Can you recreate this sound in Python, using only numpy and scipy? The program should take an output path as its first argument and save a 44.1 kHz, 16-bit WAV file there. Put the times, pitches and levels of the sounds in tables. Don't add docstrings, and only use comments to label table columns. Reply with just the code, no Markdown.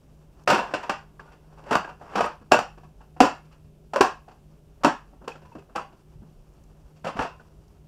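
import sys
import numpy as np
from scipy import signal
from scipy.fft import rfft, irfft
from scipy.io import wavfile
from scipy.ndimage import uniform_filter1d

SR = 44100
rng = np.random.default_rng(int(sys.argv[2]) if len(sys.argv) > 2 else 0)


def undo_db(level):
    steps = np.asarray(level, float) / 20
    return 10 ** steps


def transcribe(u):
    v = np.clip(np.atleast_2d(u).T, -1, 1)
    q = np.round(v * 32767).astype(np.int16)
    wavfile.write(sys.argv[1], SR, q)


N = 347067

# f/Hz, level/dB, t60/s
TABLE = [(215, -4, 0.33), (296, -4.5, 0.36), (532, -1, 0.16), (565, -5.5, 0.57), (721, -29.5, 0.54),
         (809.5, 4, 0.043), (960, -8, 0.099), (1000, -4, 0.12), (970, -9, 0.091), (1532, -3.5, 0.12),
         (1650, -5, 0.84), (1890, -5.5, 0.058)]
# f/Hz, level/dB, t60/s
SLATS = [(319, 3, 0.61), (559, 3, 0.4), (736, 5.5, 0.27), (900, -8, 0.35), (972, -14, 0.12),
         (1271, -18.5, 0.39)]
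# f/Hz, t60/s
ROOM_T60 = [(150, 0.21), (400, 0.16), (1000, 0.26), (2800, 0.26), (7000, .25), (14000, 0.087)]


def rms_one(x):
    return x / np.sqrt(np.mean(x ** 2) + 1e-20)


def at_hz(points, hz):
    return np.interp(np.log(hz), np.log(np.array(points)[:, 0]), np.array(points)[:, 1])


def convolve(x, response):
    return signal.fftconvolve(x, response)[:N]


def bandpass(x, low_hz, high_hz):
    return signal.sosfilt(signal.butter(2, [low_hz, high_hz], "band", fs=SR, output="sos"), x)


def split(x, k):
    low_hz, high_hz = [(120, 450), (450, 2000), (2000, 4000), (4000, 15800)][k]
    return (-1) ** k * bandpass(x, low_hz, high_hz)


def colour(spectrum, peaks=()):
    hz = np.maximum(np.arange(2049) * SR / 4096, 10)
    level_db = at_hz(spectrum, hz)
    for top_hz, width_hz, db in peaks:
        level_db = level_db + db / (1 + (2 * (hz - top_hz) / width_hz) ** 2)
    cepstrum = irfft(np.log(undo_db(level_db)))
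    cepstrum[1:2048] *= 2
    cepstrum[2049:] = 0
    response = irfft(np.exp(rfft(cepstrum)))
    return response / np.sqrt(np.sum(response ** 2))


def contact_colour():
    # f/Hz, level/dB per Hz
    crack = [(60, -65), (140, -32.5), (200, -4.5), (290, -7), (450, -6.5), (750, -3.5), (1050, -3.5),
             (1500, -10.5), (2050, -25.5), (3000, -28), (4000, -33.5), (6500, -37), (9500, -45),
             (15600, -56)]
    # f/Hz, width/Hz, level/dB
    bright = [(1710, 600, 3.5), (2680, 520, 9.5), (3750, 670, -2.5), (4650, 580, 6.5), (5563, 850, 7.5),
              (7280, 450, 7.5), (8350, 630, 5), (13600, 1200, 5.5)]
    return colour(crack, bright)


def ring(clicks, hz, t60):
    radius = undo_db(-60 / (t60 * SR))
    turn = 2 * np.pi * hz / SR
    return signal.lfilter([0, np.sin(turn)], [1, -2 * radius * np.cos(turn), radius ** 2], clicks + 1e-18)


def drift(rate):
    count = int(N / SR * rate) + 2
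    return np.interp(np.arange(N), np.linspace(0, N, count), rng.standard_normal(count))


def grains(per_s, spread_db):
    happens = rng.random(N) < per_s / SR
    size = undo_db(spread_db * np.minimum(rng.exponential(1, N), 4))
    return happens * size * rng.choice([-1, 1], N)


def body(clicks, share):
    rings = sum(undo_db(level_db) * ring(clicks, hz, share * t60) for hz, level_db, t60 in TABLE + SLATS)
    broad = rms_one(convolve(clicks, contact_colour()))
    both = rms_one(undo_db(-8.5) * rms_one(rings) + broad)
    return [split(both, k) for k in range(4)]


def swelling_rings(rows, gain_db, rise_s):
    out, t = np.zeros(N), np.arange(6000) / SR
    for s, peak_db, hz, t60 in rows:
        fade = undo_db(peak_db + gain_db - 60 * t / t60)
        wave = np.sin(2 * np.pi * hz * t) * (1 - np.exp(-t / rise_s)) * fade
        out[round(s * SR) + 130:][:t.size] += wave
    return out


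def ambience():
    # f/Hz, level/dB per Hz
    background = [(15, -29), (33, -4.5), (41, 5), (91, -8), (130, -9.5), (253, -15.5), (399, -16.5),
                  (469, -22), (597, -22), (1020, -33), (1900, -41.5), (2770, -37), (4250, -44),
                  (5560, -42.5), (15500, -47.5)]
    # f/Hz, width/Hz, level/dB
    hum = [(153.3, 9, -61), (368, 4.3, -74.5), (409, 3.1, -73), (567, 6, -77)]
    out, borders_hz = 0, [40, 200, 700, 2200, 19000]
    for low_hz, high_hz, patchy_db in zip(borders_hz, borders_hz[1:], [1.598, 1.0, 1.9, .6]):
        noise = convolve(rng.standard_normal(N), colour(background))
        out = out + undo_db(-53 + patchy_db * drift(30)) * bandpass(noise, low_hz, high_hz)
    for hz, width_hz, level_db in hum:
        once = ring(rng.standard_normal(N), hz, 2.2 / width_hz)
        out += undo_db(level_db) * rms_one(ring(once, hz, 2.2 / width_hz))
    return out


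def motor():
    # f/Hz, level/dB rms
    tones = [(19, -66.5), (153.5, -59.5), (205, -70.5)]
    t = np.arange(N) / SR
    sway_db = 2.5 * np.sin(2 * np.pi * 1.7 * t) * np.sin(2 * np.pi * .6 * t)
    return sum(np.sqrt(2) * undo_db(level_db + sway_db) * np.sin(2 * np.pi * hz * t) for hz, level_db in tones)


def handling():
    # t/s, level/dB
    pace = [(0.0, -65), (0.35, -61.5), (0.95, -51), (1.3, -67), (1.7, -46.5), (1.9, -65), (2.15, -45),
            (2.4, -69), (2.9, -65.5), (3.4, -67), (3.8, -70.5), (4.14, -60), (4.5, -66), (5.1, -64),
            (5.6, -60), (6.0, -65.5), (7.2, -63), (7.87, -64)]
    s, level_db = np.transpose(pace)
    rub_db = np.interp(np.arange(N) / SR, s, level_db)
    rustle_db = -69 + 0.45 * (rub_db - rub_db.mean())
    thud, knock, clack, tick = body(grains(2600, 2.4) * undo_db(3.9 * drift(30)), share=.12)
    rub = undo_db(rub_db - 6.0) * (undo_db(1.5) * thud + knock + undo_db(-6.5) * clack)
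    return rub + undo_db(rustle_db - 8.5) * rms_one(tick)


def ticks(length_s, width_share):
    # t/s, peak/dB, f/Hz
    joint_ticks = [(0.437, -53, 6160), (6.3, -69, 6410), (6.489, -71, 5830), (6.537, -64.5, 6180),
                   (6.6374, -57.5, 6330), (6.7334, -66.5, 5620), (6.7694, -71, 5940), (6.995, -61, 6450),
                   (7.6806, -56.5, 5670)]
    out, t = np.zeros(N), np.arange(1000) / SR
    for s, peak_db, hz in joint_ticks:
        puff = rng.standard_normal(t.size) * np.exp(-t / length_s)
        limits_hz = [hz * (1 - width_share), hz * (1 + width_share)]
        sos = signal.butter(1, limits_hz, "band", fs=SR, output="sos")
        out[round(s * SR):][:t.size] += undo_db(peak_db + 7.5) * signal.sosfilt(sos, puff)
    return out


def hits():
    # t/s, peak/dB, knock f/Hz, hardness/dB
    rattles = [(0.475, -7.5, 710.4, 5), (0.488, -12.5, 560, 0), (0.499, -14, 960, 15), (0.523, -14, 970, 1),
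               (0.544, -17, 490, 9), (0.589, -17, 1560, -10), (0.63, -21, 1040, -10),
               (0.71, -24.5, 1006, -11), (0.737, -12.5, 565, 2.5), (0.831, -23, 970, -0.5),
               (0.894, -10, 781, 1.5), (1.668, -35, 569, -13), (1.709, -16, 837, 0), (1.729, -11, 1510, 1),
               (1.752, -3.5, 1155, -4), (1.845, -22.5, 1620, -7), (1.876, -31, 910, -6),
               (1.891, -27.5, 990, -4.5), (2.011, -31.5, 721, -34), (2.133, -33, 710, -7),
               (2.155, -11.5, 765, 0.5), (2.179, -16.5, 718, -4.5), (2.206, -9, 708.5, -1.5),
               (2.241, -11.5, 970, -6), (7.045, -28, 540, 7.5), (7.069, -21, 700, 2.5),
               (7.164, -28, 730, -3), (7.19, -10.5, 785, -8), (7.219, -20, 500, 3.5),
               (7.249, -21.5, 710, -7)]
    # t/s, peak/dB, knock f/Hz, hardness/dB
    snaps = [(2.5155, -16.5, 890, 3), (2.519, 0, 717, 3.5), (2.543, -5.5, 1478, -11),
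             (2.587, -10.5, 791, 0), (3.2035, 1.5, 746, 2.5), (3.209, -12.5, 287, -9.5),
             (3.251, -17.5, 912, 4), (3.934, -15.5, 704, -2.5), (3.959, -8.5, 562, -2.5),
             (4.008, 0.5, 1080, 2.5), (4.046, -11, 1085, -9.5), (4.834, -13.5, 1197, 2),
             (4.846, -0.5, 290, -1), (4.856, -13.5, 780, -4.5), (5.277, -19, 466, 1.5),
             (5.756, -15.5, 730, 0.5), (5.765, -23, 487, -2), (5.789, -23, 1104, -10.5)]
    # t/s, peak/dB, knock f/Hz, hardness/dB
    taps = [(1.194, -32, 1140, 0), (1.254, -45, 296, 3), (1.317, -43, 706, 9), (1.526, -48, 826, 6.5),
            (1.576, -40, 835, 4), (1.631, -40, 972, 4), (2.413, -41, 267, -1), (2.774, -38, 360, 2),
            (2.834, -40, 970, 1), (3.006, -39, 865, -0.5), (3.164, -36.5, 764, -3), (3.442, -51, 287, 12),
            (3.514, -49.5, 1280, 15.5), (3.641, -54.5, 270.4, 6), (4.28, -37, 696, 2.5),
            (4.31, -40.5, 830, 3.5), (4.808, -44, 544, -2)]
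    # t/s, peak/dB, knock f/Hz, hardness/dB
    shifts = [(5.129, -46.5, 730, -7.5), (5.213, -41.5, 477, -15), (5.239, -40.5, 463, 1),
              (5.299, -59, 590, 0), (5.318, -51.5, 550, 13.5), (5.352, -37.5, 560, 4),
              (5.416, -44.5, 348, 5), (5.45, -44, 990, 5), (5.518, -46.5, 920, 3), (5.551, -33, 320, -4),
              (5.581, -45, 580, 10), (5.69, -44, 483, -6), (5.919, -45, 258.4, 2), (6.218, -48, 255.4, -8),
              (6.959, -52.5, 403.5, 13.5), (7.397, -42.5, 1460, 1.5)]
    hardness_share = (-0.2, 0.9, 1)
    kinds = [(rattles, (-14, -11.5, -20)), (snaps, (-13, -14.5, -17)),
             (taps, (-6, -16.5, -22)), (shifts, (2, -15, -20))]
    out = []
    for rows, kind_db in kinds:
        for s, peak_db, hz, hard_db in rows:
            low_db = -2 * np.log2(hz / 700)
            colour_db = np.add(kind_db, np.multiply(hardness_share, hard_db)) + [low_db, 0, 0]
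            out.append((s, peak_db, *colour_db, hz))
    return sorted(out)


def chatter_of(size, touch, peak_db, chatter_s):
    t = np.arange(size.size) / SR
    linger_s = chatter_s * undo_db(-.2 * (peak_db + 12.0))
    chatter = size * (touch > 1.2) * np.minimum(t / .0012, 1) * np.exp(-t / linger_s)
    tones = rfft(chatter)
    rise_s = .0015 * undo_db(-.45 * (peak_db + 5.5))
    chatter = irfft(tones / np.abs(tones) ** .6) * np.minimum(t / rise_s, 1) * np.exp(-t / (3 * chatter_s))
    return chatter / np.sqrt(np.sum(chatter ** 2))


def contacts(ring_db, knock_db, crack_db, spread_db, chatter_s, knock_t60):
    modes, touch_n, t = np.array(TABLE + SLATS), 1024, np.arange(5000) / SR
    out, crack = np.zeros(N + t.size), np.zeros((4, N + touch_n))
    usual_db = np.array([-6, 1.5, -17, -22.5])
    mode_fade = undo_db(-60 * t / (0.22 * np.minimum(modes[:, 2:], .28)))
    swell = 1 - np.exp(-t / 0.0009)
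    for s, peak_db, thud_db, clack_db, tick_db, knock_hz in hits():
        at = round(s * SR)
        band_db = peak_db + np.array([thud_db, 0, clack_db, tick_db]) - usual_db
        size, touch = rng.standard_normal((2, touch_n))
        strength, tune = rng.standard_normal((2, len(modes)))
        crack[:, at:at + touch_n] += undo_db(band_db)[:, None] * chatter_of(size, touch, peak_db, chatter_s)

        blow_db = np.where(modes[:, 0] < 450, band_db[0], peak_db)
        gains = undo_db(modes[:, 1] + blow_db + spread_db * strength)
        hz = modes[:, :1] * (1 + 0.034 * tune[:, None])
        rings = gains @ (np.sin(2 * np.pi * hz * t + 9 * tune[:, None]) * mode_fade)

        one_db = peak_db + knock_db - 0.1 * (peak_db + 10.0)
        one_t60 = knock_t60 * undo_db(0.14 * (peak_db + 9.5))
        knock = np.sin(2 * np.pi * knock_hz * t) * undo_db(one_db - 60 * t / one_t60)
        out[at:at + t.size] += (undo_db(ring_db) * rings + knock) * swell
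    broad = sum(split(crack[k, :N], k) for k in range(4))
    return out[:N] + undo_db(crack_db) * convolve(broad, contact_colour())


def answers():
    # t/s, peak/dB, f/Hz, t60/s
    slat_answers = [(0.474, -23.5, 1260, 0.054), (0.506, -15.5, 1500, 0.054), (0.515, -11.5, 530, .05),
                    (0.536, -26, 770, 0.032), (0.554, -17, 1470, .04), (0.588, -30, 2710, 0.091),
                    (0.742, -34, 308, 0.068), (0.904, -27, 1360, 0.036), (1.712, -24, 255, 0.067),
                    (1.721, -28, 907, 0.049), (1.742, -19, 985, 0.036), (2.17, -29, 215, .05),
                    (2.188, -21, 1275, .04), (2.204, -17, 1250, .04), (2.209, -21, 974, 0.037),
                    (2.2035, -6, 700, .025), (3.203, -14, 480, .1), (3.2005, -8, 767, 0.054),
                    (2.26, -24, 1260, 0.065), (2.517, -15, 1639, 0.066), (2.516, -8.5, 720, 0.036),
                    (4.852, -15, 760, .05), (1.873, -41, 896, 0.036), (2.519, -22, 2520, .06),
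                    (2.53, -14.5, 926, 0.067), (2.535, -15.5, 1172, .04), (2.538, -20, 2684, .05),
                    (2.586, -29.5, 1220, 0.049), (3.232, -18.5, 530, .08), (4.005, -11.5, 791, .05),
                    (4.006, -16.5, 1097, .08), (4.01, -15, 1620, 0.046), (4.03, -21.5, 764, 0.13),
                    (4.845, -8, 769, 0.032), (4.834, -23, 1243, 0.052), (4.872, -19, 720, 0.067),
                    (.52, -24.5, 201.8, .12), (4.846, -19.5, 370, .04), (5.273, -25, 1050, .03),
                    (5.273, -33, 520, .03), (5.352, -44, 1350, .04), (5.447, -55, 1000, .2),
                    (5.515, -47, 930, .07), (7.205, -39, 900, .06), (7.248, -29, 950, .05),
                    (7.085, -34, 1100, .05), (5.776, -23, 1306, 0.042), (5.779, -29, 1090, 0.043),
                    (7.063, -28, 750, .05), (3.957, -20, 612, .07), (3.957, -29, 1064, .07)]
    return swelling_rings(slat_answers, gain_db=5.0, rise_s=0.0022)


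def shudders():
    # t/s, peak/dB, f/Hz, t60/s
    floor_shudders = [(0.474, -35.5, 100, 0.11), (0.515, -38.5, 125, .12), (0.59, -35, 190, .15),
                      (0.737, -40, 110, .1), (1.71, -39, 120, .12), (1.752, -45, 50, .15),
                      (2.206, -42, 100, .2), (2.565, -31.5, 120, 0.11), (3.2, -31.5, 50, .15),
                      (3.2, -40, 120, .15), (4.003, -35, 50, .12), (4.003, -27.5, 162.6, .08),
                      (4.842, -40.5, 50, .12), (4.842, -20, 168, .1), (6.15, -46, 80, .08),
                      (7.18, -35.5, 110, 0.2)]
    return swelling_rings(floor_shudders, gain_db=1.5, rise_s=0.004)


def bare_edges():
    # t/s, peak/dB, brightness/dB
    edge_clicks = [(0.475, -15, -7.5), (0.4815, -19.5, 6), (0.5037, -16.5, 5.5), (0.5565, -26, -1.5),
                   (0.5772, -23, 1), (0.618, -35.5, 0.5), (0.824, -44, 2.5), (1.7269, -16, 0),
                   (1.7553, -10.5, 6.5), (1.8915, -30, -8), (2.1645, -26, 1), (2.186, -27, 3),
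                   (2.2081, -17.5, -3), (2.2157, -31, 1), (2.2616, -30, -1.5), (2.2766, -32, -9),
                   (2.333, -49, 6), (3.299, -30.5, 4), (3.352, -38, 6.5), (4.1112, -38.5, 1.5),
                   (5.625, -51.5, 0), (0.83, -35, 5), (1.877, -40, -8), (5.5515, -50, 7), (5.727, -53, -9),
                   (7.0454, -34, -1.5), (7.101, -40, -3.5), (7.246, -35, -5), (7.275, -33, -4)]
    dull, sharp = np.zeros((2, N))
    s, peak_db, bright_db = np.transpose(edge_clicks)
    at = (s * SR).astype(int)
    dull[at] = undo_db(peak_db + 12.0)
    sharp[at] = undo_db(peak_db + bright_db + 16.0)
    return convolve(split(dull, 1) + split(dull, 2) + split(sharp, 3), contact_colour())


def glints():
    # t/s, peak/dB, f/Hz, t60/s
    flashes = [(0.477, -44, 13500, .04), (0.506, -42, 13600, .06), (0.505, -30, 7400, .06),
               (1.724, -51, 13600, .05), (1.752, -44, 11500, .015), (2.203, -52, 13800, .04),
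               (2.254, -41, 8500, .03), (2.254, -48, 10500, .03), (2.254, -52, 13300, .03),
               (2.245, -40, 7300, .04), (2.515, -38, 13800, .05), (2.515, -44, 15000, .03),
               (3.201, -38, 13600, .05), (3.201, -42, 15000, .04), (7.066, -53, 7300, .06),
               (7.085, -50, 8500, 0.033), (7.19, -33, 2700, 0.057), (7.066, -37, 2750, .06),
               (7.26, -57, 7300, .08)]
    return drift(900) * swelling_rings(flashes, gain_db=0.0, rise_s=0.001)


def slides():
    # touch t/s, let go t/s, level/dB, change while dragged/dB
    drags = [(0.478, 0.55, -11.5, 1.5), (0.581, 0.59, -14.5, -4.5), (0.632, 0.887, -34.5, -4),
             (1.655, 1.716, -38, 9), (1.711, 1.748, -10, -9.5), (2.093, 2.154, -45, 15),
             (2.155, 2.193, -20.5, 4.5), (7.045, 7.083, -24.5, 1.5), (7.156, 7.171, -42, 19),
             (7.193, 7.214, -18.5, -4.5), (2.012, 2.086, -44, 1.5), (3.511, 3.552, -54, -1.5),
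             (5.279, 5.33, -45, -14.5), (5.754, 5.79, -25, -10), (1.26, 1.339, -47, -4.5),
             (2.517, 2.556, -9, -8), (3.205, 3.252, -11, -4), (4.009, 4.065, -16.5, -4.5),
             (4.84, 4.884, -14, -7.5), (2.206, 2.268, -30, 3), (7.229, 7.248, -27, -9.5)]
    thud, knock, clack, tick = body(grains(2500, 2.2), share=0.0086)
    level = np.zeros(N)
    for start_s, end_s, level_db, change_db in drags:
        near = np.arange(round((start_s - .02) * SR), round((end_s + .3) * SR))
        t = near / SR
        drag_db = level_db + np.interp(t, [start_s, end_s], [0, change_db])
        grip_db = 6000 * np.maximum(start_s - t, 0)
        let_go_db = 388.5 * np.maximum(t - end_s, 0)
        level[near] += undo_db(drag_db - grip_db - let_go_db - 12.0)
    return level * (undo_db(4.0) * thud + knock + clack + tick)


def clinks():
    # t/s, peak/dB, f/Hz, t60/s
    lone_rings = [(0.478, -20, 730, 0.06), (0.737, -17, 1520, 0.036), (1.193, -27.5, 1660, 0.017),
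                  (1.275, -53.5, 1440, 0.16), (2.516, -25.5, 7270, 0.068), (3.204, -18.5, 1026, 0.23),
                  (4.008, -17, 998, 0.095), (4.845, -23, 879, 0.23), (4.846, -34, 1024, 0.13),
                  (4.846, -16.5, 2680, 0.037), (5.315, -31, 2540, 0.024), (5.52, -57, 2620, 0.07),
                  (5.58, -56, 2600, 0.089), (5.34, -55, 2600, 0.1), (7.06, -30.5, 556, 0.16),
                  (7.19, -29, 754, 0.21), (7.195, -25.5, 882, 0.19), (7.394, -45, 1473, 0.036)]
    return swelling_rings(lone_rings, gain_db=4.0, rise_s=0.0025)


def tubes(x):
    # from f/Hz, to f/Hz, level/dB, t60/s
    clusters = [(2500, 2880, -16, 0.29), (835, 1150, -16.5, 0.28)]
    t, response = np.arange(SR // 2) / SR, 0
    for low_hz, high_hz, level_db, t60 in clusters:
        band = rms_one(bandpass(rng.standard_normal(t.size), low_hz, high_hz))
        response = response + band * undo_db(level_db - 38.5 - 60 * t / t60)
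    return convolve(x, response)


def even_out(response, air_db, shine_db):
    hz = np.arange(1, response.size // 2 + 1) * SR / response.size
    power = uniform_filter1d(np.abs(rfft(response)[1:]) ** 2, size=90)
    lift_db = 10 * np.log10(at_hz(ROOM_T60, hz) / power)
    lift_db += air_db * np.clip(np.log2(hz / 8000), 0, 1)
    lift_db += shine_db * np.exp(-np.log2(hz / 5000) ** 2 / .2)
    lift_db = np.clip(lift_db - np.median(lift_db), -15, 15)
    return signal.fftconvolve(response, colour(np.c_[hz, lift_db]))[:response.size]


def room(x):
    moves_s = [0, 0.72, 0.88, 1.45, 1.98, 2.47, 3.12, 3.85, 4.0, 4.7, 5.2, 5.7, 6.8, 7.14]
    spot_air_db = [0.5, -10.5, -3, 6.5, 0.5, 4, -0.5, -1, 7, -2.5, 5.5, 1, -4, -3]
    spot_shine_db = [2.5, 0., 0, 0.5, 2.5, 1, -0.5, -0.5, 1.5, -1.5, 0., -2., -1, 3]
    t, out = np.arange(SR // 2) / SR, np.zeros(N + SR)
    lows_hz = 60 * 2 ** np.arange(9.)
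    starts = (np.array(moves_s) * SR).astype(int)
    for start, end, air_db, shine_db in zip(starts, [*starts[1:], N], spot_air_db, spot_shine_db):
        response = 0
        for low_hz in lows_hz:
            band = bandpass(rng.standard_normal(t.size), low_hz, min(low_hz * 2, 19000))
            response = response + band * undo_db(-60 * t / at_hz(ROOM_T60, low_hz * 1.4))
        response = even_out(response * np.clip((t - .002) / 0.0026, 0, 1), air_db, shine_db)
        echo = signal.fftconvolve(x[start:end], response / np.sqrt(np.sum(response ** 2)))
        out[start:start + echo.size] += echo
    return out[:N]


def bumps(cycles, gain_db):
    # t/s, peak/dB, f/Hz
    floor_bumps = [(0.501, -35, 127), (1.758, -37, 81), (2.517, -29, 88), (3.204, -40, 35.7),
                   (4.011, -30, 109), (6.157, -36, 131), (6.185, -36.5, 58.7), (6.203, -34.5, 119.5),
                   (6.36, -37.5, 32.6), (7.05, -39, 106), (7.149, -39, 127), (7.189, -29, 50),
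                   (7.22, -44, 56)]
    out = np.zeros(N)
    for s, peak_db, hz in floor_bumps:
        at, t = round(s * SR), np.arange(int(3 * cycles / hz * SR)) / SR
        age = t * hz / cycles
        wave = np.sin(2 * np.pi * hz * t + rng.uniform(0, 1)) * age * np.exp(1 - 4 * age) * 4
        out[at:][:t.size] += undo_db(peak_db + gain_db) * wave[:N - at]
    return out


def thuds():
    # t/s, peak/dB, f/Hz, t60/s
    thumps = [(0.524, -9.5, 302, 0.03), (0.736, -23, 297, 0.051), (0.893, -20.5, 198, 0.029),
              (1.752, -9.5, 172, 0.018), (2.206, -32, 165, 0.036), (1.712, -19.5, 468, 0.096),
              (2.156, -17, 202, 0.04), (2.517, -2.5, 362, 0.03), (3.203, -1, 276.8, 0.052),
              (3.958, -29, 390, 0.042), (4.004, 3.5, 368, 0.023), (4.844, -6.5, 293, 0.037),
              (5.274, -27, 418, 0.028), (5.554, -23.5, 180, 0.026), (5.582, -34, 409, 0.043),
              (6.218, -30.5, 183.9, 0.04), (7.044, -26.5, 162, 0.089), (7.15, -27, 192, 0.083),
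              (7.188, -25, 167, 0.047)]
    return swelling_rings(thumps, gain_db=-0.5, rise_s=0.0012)


def drop_out(quiet):
    # from t/s, to t/s, level/dB
    dropouts = [
        (0.449, 0.461, -13),
        (2.434, 2.442, -17),
    ]
    for start_s, end_s, level_db in dropouts:
        quiet[round(start_s * SR):round(end_s * SR)] *= undo_db(level_db)
    return quiet


def scene():
    table = contacts(ring_db=-22.0, knock_db=-5.0, crack_db=14.0, spread_db=5.0,
                     chatter_s=0.0092, knock_t60=0.039)
    table = table + slides() + bare_edges() + thuds()
    table = signal.sosfilt(signal.butter(3, 145, "high", fs=SR, output="sos"), table)
    quiet = ambience() + motor() + handling()
    quiet = quiet + ticks(length_s=0.0026, width_share=0.12) + bumps(cycles=2.5, gain_db=-4.5)
    struck = clinks() + glints() + answers() + shudders()
    return (table + undo_db(-5.0) * room(table) + tubes(table) + struck + drop_out(quiet))[None]


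def top_cut(x):
    return signal.sosfilt(signal.butter(12, 15610, fs=SR, output="sos"), x)


def record(dry):
    clipped = 1.394 * np.tanh(dry / 1.503)
    mix = signal.sosfilt(signal.cheby2(10, 60, 17000, fs=SR, output="sos"), clipped)
    return top_cut(mix)


dry = scene()
out = record(dry)
transcribe(out)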